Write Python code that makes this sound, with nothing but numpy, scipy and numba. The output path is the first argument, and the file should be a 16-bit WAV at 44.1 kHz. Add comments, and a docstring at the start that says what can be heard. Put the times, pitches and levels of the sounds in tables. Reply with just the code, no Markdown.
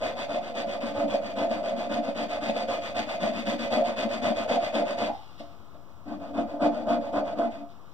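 """Hand file on clamped carved wood

A fine file is pushed and pulled over a carved wooden piece held in a bench vise, pauses, then goes on at a spot
where its rasp is quieter. Dense random grit is coloured into rasp and scrape; coarser grit and knocks ring
damped modes of the piece, and a burst of grit rings the file as it lifts off. A soft broad hiss sounds while
the file is lifted. Bass-heavy workshop air, short echoes and a stepped phase spread make a wide stereo picture."""
import sys
import numpy as np
from scipy import signal
from scipy.fft import rfft, irfft, next_fast_len
from scipy.io import wavfile
from scipy.ndimage import uniform_filter1d
from numba import njit

SR = 44100
rng = np.random.default_rng(int(sys.argv[2]) if len(sys.argv) > 2 else 0)


def to_wav(s):
    """Save 16-bit WAV."""
    ch = np.atleast_2d(s).T  # columns
    pcm = np.round(np.clip(ch, -1, 1) * 32767)  # PCM
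    wavfile.write(sys.argv[1], SR, pcm.astype(np.int16))


N = 349713  # samples
MOVE_S = 5.25  # the hands go to the second spot
BLOCK = 32  # samples between updates of a mode
# frequency grid for the spectral filters, kept just above zero for its logarithm
HALF_SIZE = next_fast_len(N // 2 + 1)
HZ = np.arange(HALF_SIZE + 1.) * SR / 2 / HALF_SIZE + 1e-3

# file strokes, a push first at each spot, then pull and push in turn; levels before the layer trims:
# start_s [s], rasp_db [dB], ring_db [dB, ring of the piece]
STROKES = [(0.0, -42, -28.5), (0.151, -43, -34), (0.279, -42.5, -30.5), (0.403, -45.5, -37.5),
           (0.54, -42.5, -30.5), (0.659, -45.5, -33.5), (0.802, -42.5, -31), (0.937, -46, -28),
           (1.072, -45, -29.5), (1.209, -47, -35), (1.354, -43, -28), (1.483, -47, -30),
           (1.627, -43.5, -29), (1.75, -46, -31), (1.888, -41.5, -29), (2.015, -47.5, -32),
           (2.145, -42, -31), (2.28, -43.5, -32), (2.404, -40.5, -30.5), (2.527, -43, -32),
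           (2.672, -39.5, -30), (2.804, -42, -36.5), (2.942, -38.5, -30), (3.057, -43.5, -33),
           (3.193, -39, -28), (3.325, -41, -35), (3.45, -39, -30.5), (3.578, -41, -32.5), (3.701, -39, -25),
           (3.833, -42, -30.5), (3.958, -38.5, -27.5), (4.082, -41, -32), (4.214, -39, -26.5),
           (4.343, -41, -30), (4.475, -39, -25), (4.587, -42.5, -31.5), (4.724, -39, -25),
           (4.844, -43.5, -31.5), (4.968, -39, -28), (6.053, -58, -38.5), (6.195, -57.5, -36.5),
           (6.328, -52, -31.5), (6.463, -58, -35.5), (6.594, -46.5, -24.5), (6.712, -53.5, -31),
           (6.854, -48.5, -26), (7.004, -55.5, -33.5), (7.12, -48.5, -24.5), (7.24, -52, -30),
           (7.352, -50.5, -29.5), (7.503, -57, -42)]
# stereo tilt: frequency_hz [Hz], left_minus_right_db [dB]
LEFT_TILT = [(40, -4.5), (90, 3.5), (250, 7), (450, 1), (1200, -2.5), (2500, 1.5), (5000, 2.5), (9000, -3),
             (16000, 0)]


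def undb(db):
    """Decibels to an amplitude factor."""
    return 10 ** (np.asarray(db) / 20)


def unit(x):
    """Scale to an RMS of 1."""
    return x / np.sqrt(np.mean(x ** 2))


def shape(points):
    """Value at every frequency from (Hz, value) points, straight over log frequency."""
    hz, value = np.transpose(points)
    return np.interp(np.log(HZ), np.log(hz), value)


def colour(x, db, turn=0):
    """Filter by a level in dB and a phase turn in radians at every frequency."""
    size = 2 * len(HZ) - 2
    response = undb(db) * np.exp(1j * turn)
    return irfft(rfft(x, size) * response, size)[:N]


def walk(rate, step=1):
    """Random levels held 1 / rate s and slewed twice, read every step samples; spread near 1."""
    held = np.repeat(rng.standard_normal(int(N / SR * rate) + 2), 8)
    slewed = 1.3 * uniform_filter1d(uniform_filter1d(held, 8), 8)
    return np.interp(np.arange(0, N, step) * (8 * rate / SR), np.arange(len(slewed)), slewed)


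def grit(rate, scatter_db):
    """Clicks at random moments, as of tearing fibres, rate per second, a few much harder than the rest."""
    tear = rng.random(N) < rate / SR
    hardness = undb(scatter_db * rng.exponential(size=N))
    return unit(tear * rng.standard_normal(N) * hardness)


@njit
def mode(x, pole, gain, block):
    """One damped mode as a complex resonator; pole and drive gain change block by block."""
    y, z = np.empty(len(x)), 0j
    for i in range(len(x)):
        z = z * pole[i // block] + gain[i // block] * x[i] + 1e-18
        y[i] = z.imag
    return y


def ring(x, modes, grip, drift, patchy_db):
    """Sum of modes, signs alternating; the grip damps and detunes them, the contact favours now one, now another."""
    out = 0
    grip = grip[::BLOCK]
    moved = np.arange(0, N, BLOCK) > MOVE_S * SR
    for k, (hz, t60, *spot_db) in enumerate(modes):
        db = np.where(moved, spot_db[-1], spot_db[0]) + patchy_db * walk(12, BLOCK)
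        pitch = hz * (1 + drift * grip * walk(9, BLOCK))
        decay = np.log(1000) / (t60 * (1 - grip) * SR)
        pole = np.exp(2j * np.pi * pitch / SR - decay)
        gain = undb(db) / np.sqrt(t60 * SR)
        out = out + (-1) ** k * mode(x, pole, gain, BLOCK)
    return out


def effort(sharp, rest):
    """Gains in time of rasp, scrape, ring and sway: each stroke speeds up, tops and slows; rest stays at the turns."""
    # hand movement, spot by spot, push then pull: top_place [0-1 of the stroke],
    # moving_share [of the time to the next stroke], peaked [power of the speed],
    # scrape_db [dB above the mean of rasp and ring], sway_db [dB above the ring]
    gait = [
        [(.33, .96, 1.02, -7.5, 0.5), (.42, .96, 1, -7, 0.1)],
        [(.45, 0.925, 1.4, -2.5, 2), (0.3, 0.94, 0.71, -5.5, -1.5)],
    ]
    # slow change of the sway, added to its level above: time_s [s], level_db [dB]
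    sway_curve = [(0, -12), (.4, -10.5), (.6, -5.5), (1.1, -6), (1.8, -7.5), (2.7, -9), (3.45, -3),
                  (3.75, -11), (4.1, -6), (4.5, -12), (4.75, -7), (5.1, -12.5), (6.05, -4), (6.7, -6),
                  (7, -10.5), (7.6, -5.5)]
    last_room_s = .14  # time given to the last stroke at each spot
    out = np.zeros((4, N))
    first = sum(s < MOVE_S for s, *_ in STROKES)  # strokes at the first spot
    for k, (s, rasp_db, ring_db) in enumerate(STROKES):
        spot = int(k >= first)
        top, moving, peaked, scrape_db, sway_db = gait[spot][(k - spot * first) % 2]
        is_last = k + 1 in (first, len(STROKES))
        room_s = last_room_s if is_last else STROKES[k + 1][0] - s
        i, n = int(s * SR), int(min(moving, 1) * room_s * SR)
        way = np.interp(np.arange(n) / n, [0, np.clip(top, .1, .9), 1], [0, .5, 1])
        speed = rest + (1 - rest) * np.sin(np.pi * way) ** sharp
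        sway_db = ring_db + sway_db + np.interp(s, *np.transpose(sway_curve))
        db = [rasp_db, (rasp_db + ring_db) / 2 + scrape_db, ring_db, sway_db]
        out[:, i:i + n] = undb(db)[:, None] * unit(speed ** peaked)
    return uniform_filter1d(out, 300)


def peaks(shift):
    """Resonant peaks in dB at every frequency, all moved by a factor."""
    # file and piece together: centre_hz [Hz, before the shift], width_hz [Hz, at half the dB], height_db [dB]
    contact_peaks = [(1043, 71, 3.5), (1238, 160, 5.5), (1526, 130, 6), (1830, 96, 7), (2046, 76, 10.5),
                     (2500, 195, 10.5), (2980, 64, 3.5), (3430, 253, 9), (4670, 184, 13.5), (6420, 490, 11),
                     (8050, 640, 11), (12800, 630, 6.5)]
    return sum(db / (1 + (2 * (HZ - hz * shift) / width) ** 2) for hz, width, db in contact_peaks)


def blows(growth):
    """One impulse for each knock, its level growing by growth dB per dB."""
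    # teeth catch, or the file touches down: time_s [s], level_db [dB, before growth and layer trims]
    knocks = [(0.038, -37), (1.139, -12), (1.507, -14.5), (1.789, -28), (2.08, -18), (2.226, -17.5),
              (2.491, -12.5), (2.565, -19), (2.683, -18), (3.228, -15), (3.473, -25.5), (3.724, -16),
              (4.51, -14), (4.557, -11), (4.748, -18), (5.014, -13.5), (5.398, -28), (5.645, -50),
              (5.744, -40.5), (5.896, -48), (6.079, -41.5), (6.378, -14.5), (6.62, -11), (6.655, -11),
              (6.894, -15), (7.128, -31), (7.387, -11)]
    out = np.zeros(N)
    for s, db in knocks:
        out[int(s * SR)] = undb(growth * db)
    return out


def filing():
    """Fine grit heard as a high rasp and a lower scrape, both with the peaks of file and piece."""
    # spectra of the two layers: frequency_hz [Hz], density_db [dB per Hz, relative]
    rasp_tone = [(1200, -24), (1700, -4), (2400, -3), (4500, -10), (5300, -16.5), (7100, -25), (10500, -36),
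                 (13000, -35.5), (16000, -35.5)]
    scrape_tone = [(55, -14), (88, 4.5), (150, -5), (400, 6), (900, 4.5), (1500, -2.5), (1900, -16.5),
                   (3000, -59)]
    rasp, scrape, _, _ = effort(1.36, 0.19)
    teeth = grit(7000, 1.2) * undb(1.37 * walk(40))
    # the peaks sit lower or higher as another part of the file bears on the wood
    part = np.pi / 4 * (1 + np.tanh(walk(7.8)))
    low, high = (unit(colour(teeth, shape(rasp_tone) + peaks(shift))) for shift in (.985, 1.015))
    blend = np.cos(part) * low + np.sin(part) * high
    grain = blend / (np.cos(part) + np.sin(part)) ** 0.75
    # each knock spits a short tick of the same grit, with a 13 ms decay constant
    tick_gain = signal.lfilter([1], [1, -np.exp(-1 / (0.013 * SR))], blows(.45)) * undb(-42)
    scrape_grain = unit(colour(grit(5000, 1.3), shape(scrape_tone) + peaks(1)))
    return (rasp * undb(0.64) + tick_gain) * grain + scrape * scrape_grain * undb(2)


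def contact(first, second):
    """How firmly file and hand hold the piece, 0-1, while strokes last at either spot."""
    touch = np.zeros(N)
    for s, *_ in STROKES:
        touch[int(s * SR):int((s + .24) * SR)] = first if s < MOVE_S else second
    return np.clip(uniform_filter1d(touch, 900), 0, .9)


def piece():
    """Coarse grit and knocks shake the modes of the piece; a firmer hold shortens and detunes them."""
    # modes of the clamped piece: pitch_hz [Hz, undrifted], t60_s [s, ungripped],
    # first_spot_db [dB], second_spot_db [dB], both before patchiness and drive
    wood = [(192.7, 0.23, -6, -9), (229.2, 0.22, 0.5, -1), (293.3, 0.32, -3.5, 1), (331, 0.17, -12, -10),
            (482.4, 0.15, -15.5, -16.5), (566, 0.31, 1, -4), (622, 0.14, -2, -4.5), (657.5, 0.35, -3, -6),
            (687.2, 0.54, -1, -2.5), (738.5, 0.17, -8.5, -12.5), (794, .15, -15.5, -19.5),
            (854.4, 0.25, -14.5, -16.5), (907, 0.29, -19.5, -19.5)]
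    sway_hz = 400  # below this the piece bends as a whole
    _, _, ring_gain, sway_gain = effort(0.48, 0.68)
    push = signal.fftconvolve(blows(1), np.hanning(20) / 10)[:N]  # knocks softened to brief pulses
    high = [m for m in wood if m[0] > sway_hz]
    low = [m for m in wood if m[0] <= sway_hz]
    grip = contact(0.59, 0.41)
    ring_drive = ring_gain * grit(1500, 1.62) * undb(10 + 1.55 * walk(25)) + push * undb(30)
    sway_drive = sway_gain * grit(500, 2.0) * undb(11.5) + push * undb(23)
    rings = ring(ring_drive, high, grip, 0.017, patchy_db=1.1)
    sways = ring(sway_drive, low, grip, 0.034, patchy_db=2.0)
    # ring of the piece, kept free of deep bass and softened at the top
    return colour(rings + sways, shape([(40, -33), (170, 2.5), (1000, 3), (3000, -15.5)]))


def widen(x):
    """Wide stereo: the phase between the sides steps between alike and opposite, with a level tilt."""
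    # phase turned over on the right: frequency_hz [Hz], turn_share [of a half turn, before the steps]
    turn_over = [(30, .4), (220, .47), (350, .42), (600, .63), (1100, 1), (16000, 1)]
    # bands where the phase changes sign: low_hz [Hz], high_hz [Hz]
    left_leads = [(4450, 6650), (13400, 16000)]
    lag_s, cling = .00045, .42  # lag before the steps; depth of the steps in radians
    turn = 2 * np.pi * HZ * lag_s - np.pi * shape(turn_over)
    turn = turn - cling * np.sin(2 * turn)  # bends the phase slope into steps
    for lo, hi in left_leads:
        turn = np.where((HZ > lo) & (HZ < hi), -turn, turn)
    tilt = shape(LEFT_TILT) / 2
    return np.array([colour(x, tilt), colour(x, -tilt, turn)])


def room(x):
    """Diffuse echoes as decaying noise, another set for each side, slightly dulled."""
    t60_s, level_db = 0.18, -8
    t = np.arange(int(.8 * SR)) / SR
    decay = np.exp(-np.log(1000) * t / t60_s)
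    tails = rng.standard_normal((2, len(t))) * decay * (t > .004)
    tails = signal.lfilter([1], [1, -.25], tails)
    tails = signal.lfilter([1, -1], [1, -.975], tails)  # little deep bass returns
    tails = tails / np.sqrt(np.sum(tails ** 2) / 2)
    return undb(level_db) * signal.fftconvolve(x[None], tails, axes=1)[:, :N]


def shop():
    """Steady air noise that wavers a little; the sides share its middle, not its bass."""
    # air spectrum: frequency_hz [Hz], density_db [dB per Hz, relative]
    air_tone = [(25, -32), (70, 1), (200, -5), (450, -12.5), (680, -10), (900, -12), (1250, -9.5),
                (1600, -23), (3500, -27.5), (6000, -33.5), (10000, -44.5), (13500, -39.5), (16000, -34)]
    noise = [colour(rng.standard_normal(N), shape(air_tone)) * undb(1.1 * walk(2.1)) for _ in range(3)]
    shared_db = shape([(60, -24.0), (300, -2.0), (700, -0.5), (2000, -0.5), (16000, -2.0)])
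    # each side's own noise fills the power that is not shared
    own_db = 10 * np.log10(1 - np.clip(undb(2 * shared_db), 0, .98))
    tilt = shape(LEFT_TILT) / 2
    apart = [colour(noise[1], own_db + tilt), colour(noise[2], own_db - tilt)]
    return undb(-52.5) * unit(widen(colour(noise[0], shared_db)) + apart)


def lift():
    """The last teeth skip off the edge and leave the file ringing free."""
    # modes of the free file: pitch_hz [Hz], t60_s [s], level_db [dB, before the layer trim]
    file_modes = [(774, .06, 0.5), (826, .16, -4), (861, 0.19, 1), (2060, .18, -23)]
    t = np.arange(N) / SR - 5.09  # seconds from the lift
    skip = grit(1100, 1.5) * np.exp(-abs(t) / np.where(t < 0, .025, .045))
    return ring(skip, file_modes, np.zeros(N), 0, 0) * undb(-18)


def lifted_hiss():
    """Soft broad hiss while the file is lifted, with a short knock tick at 5.4 s."""
    # two level curves, one per passage: time_s [s], level_db [dB, before smoothing and trim]
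    passages = [
        [(5.1, -62.5), (5.138, -55.5), (5.374, -62.5), (5.402, -46.5), (5.424, -59), (5.698, -76.5), (5.8, -84)],
        [(7.6, -79), (7.678, -87), (7.698, -60.5), (7.79, -79), (7.93, -68)],
    ]
    # hiss spectrum: frequency_hz [Hz], density_db [dB per Hz, relative]
    hiss_tone = [(800, -19), (1800, -3), (3400, 1.5), (4200, -3), (5200, -5), (6500, -18), (12000, -28)]
    t = np.arange(N) / SR
    gain = sum(undb(np.interp(t, *np.transpose(part), -120, -120)) for part in passages)
    hiss = unit(colour(grit(6000, 1.2), shape(hiss_tone)))
    return uniform_filter1d(gain, 900) * hiss * undb(-0.5)


def scene():
    """Bench sounds spread wide, with their echoes and the workshop air."""
    bench = filing() + piece() + lift() + lifted_hiss()
    return widen(bench) + room(bench) + shop()


def record(dry):
    """A small constant offset joins the left side, then a steep low-pass cuts the top."""
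    offset, top_hz = .0078, 15740  # full scale, ahead of the filter; Hz
    low_pass = signal.ellip(14, .3, 90, top_hz, fs=SR, output="sos")
    return signal.sosfilt(low_pass, dry + np.array([[offset], [0]]))


dry = scene()
out = record(dry)
to_wav(out)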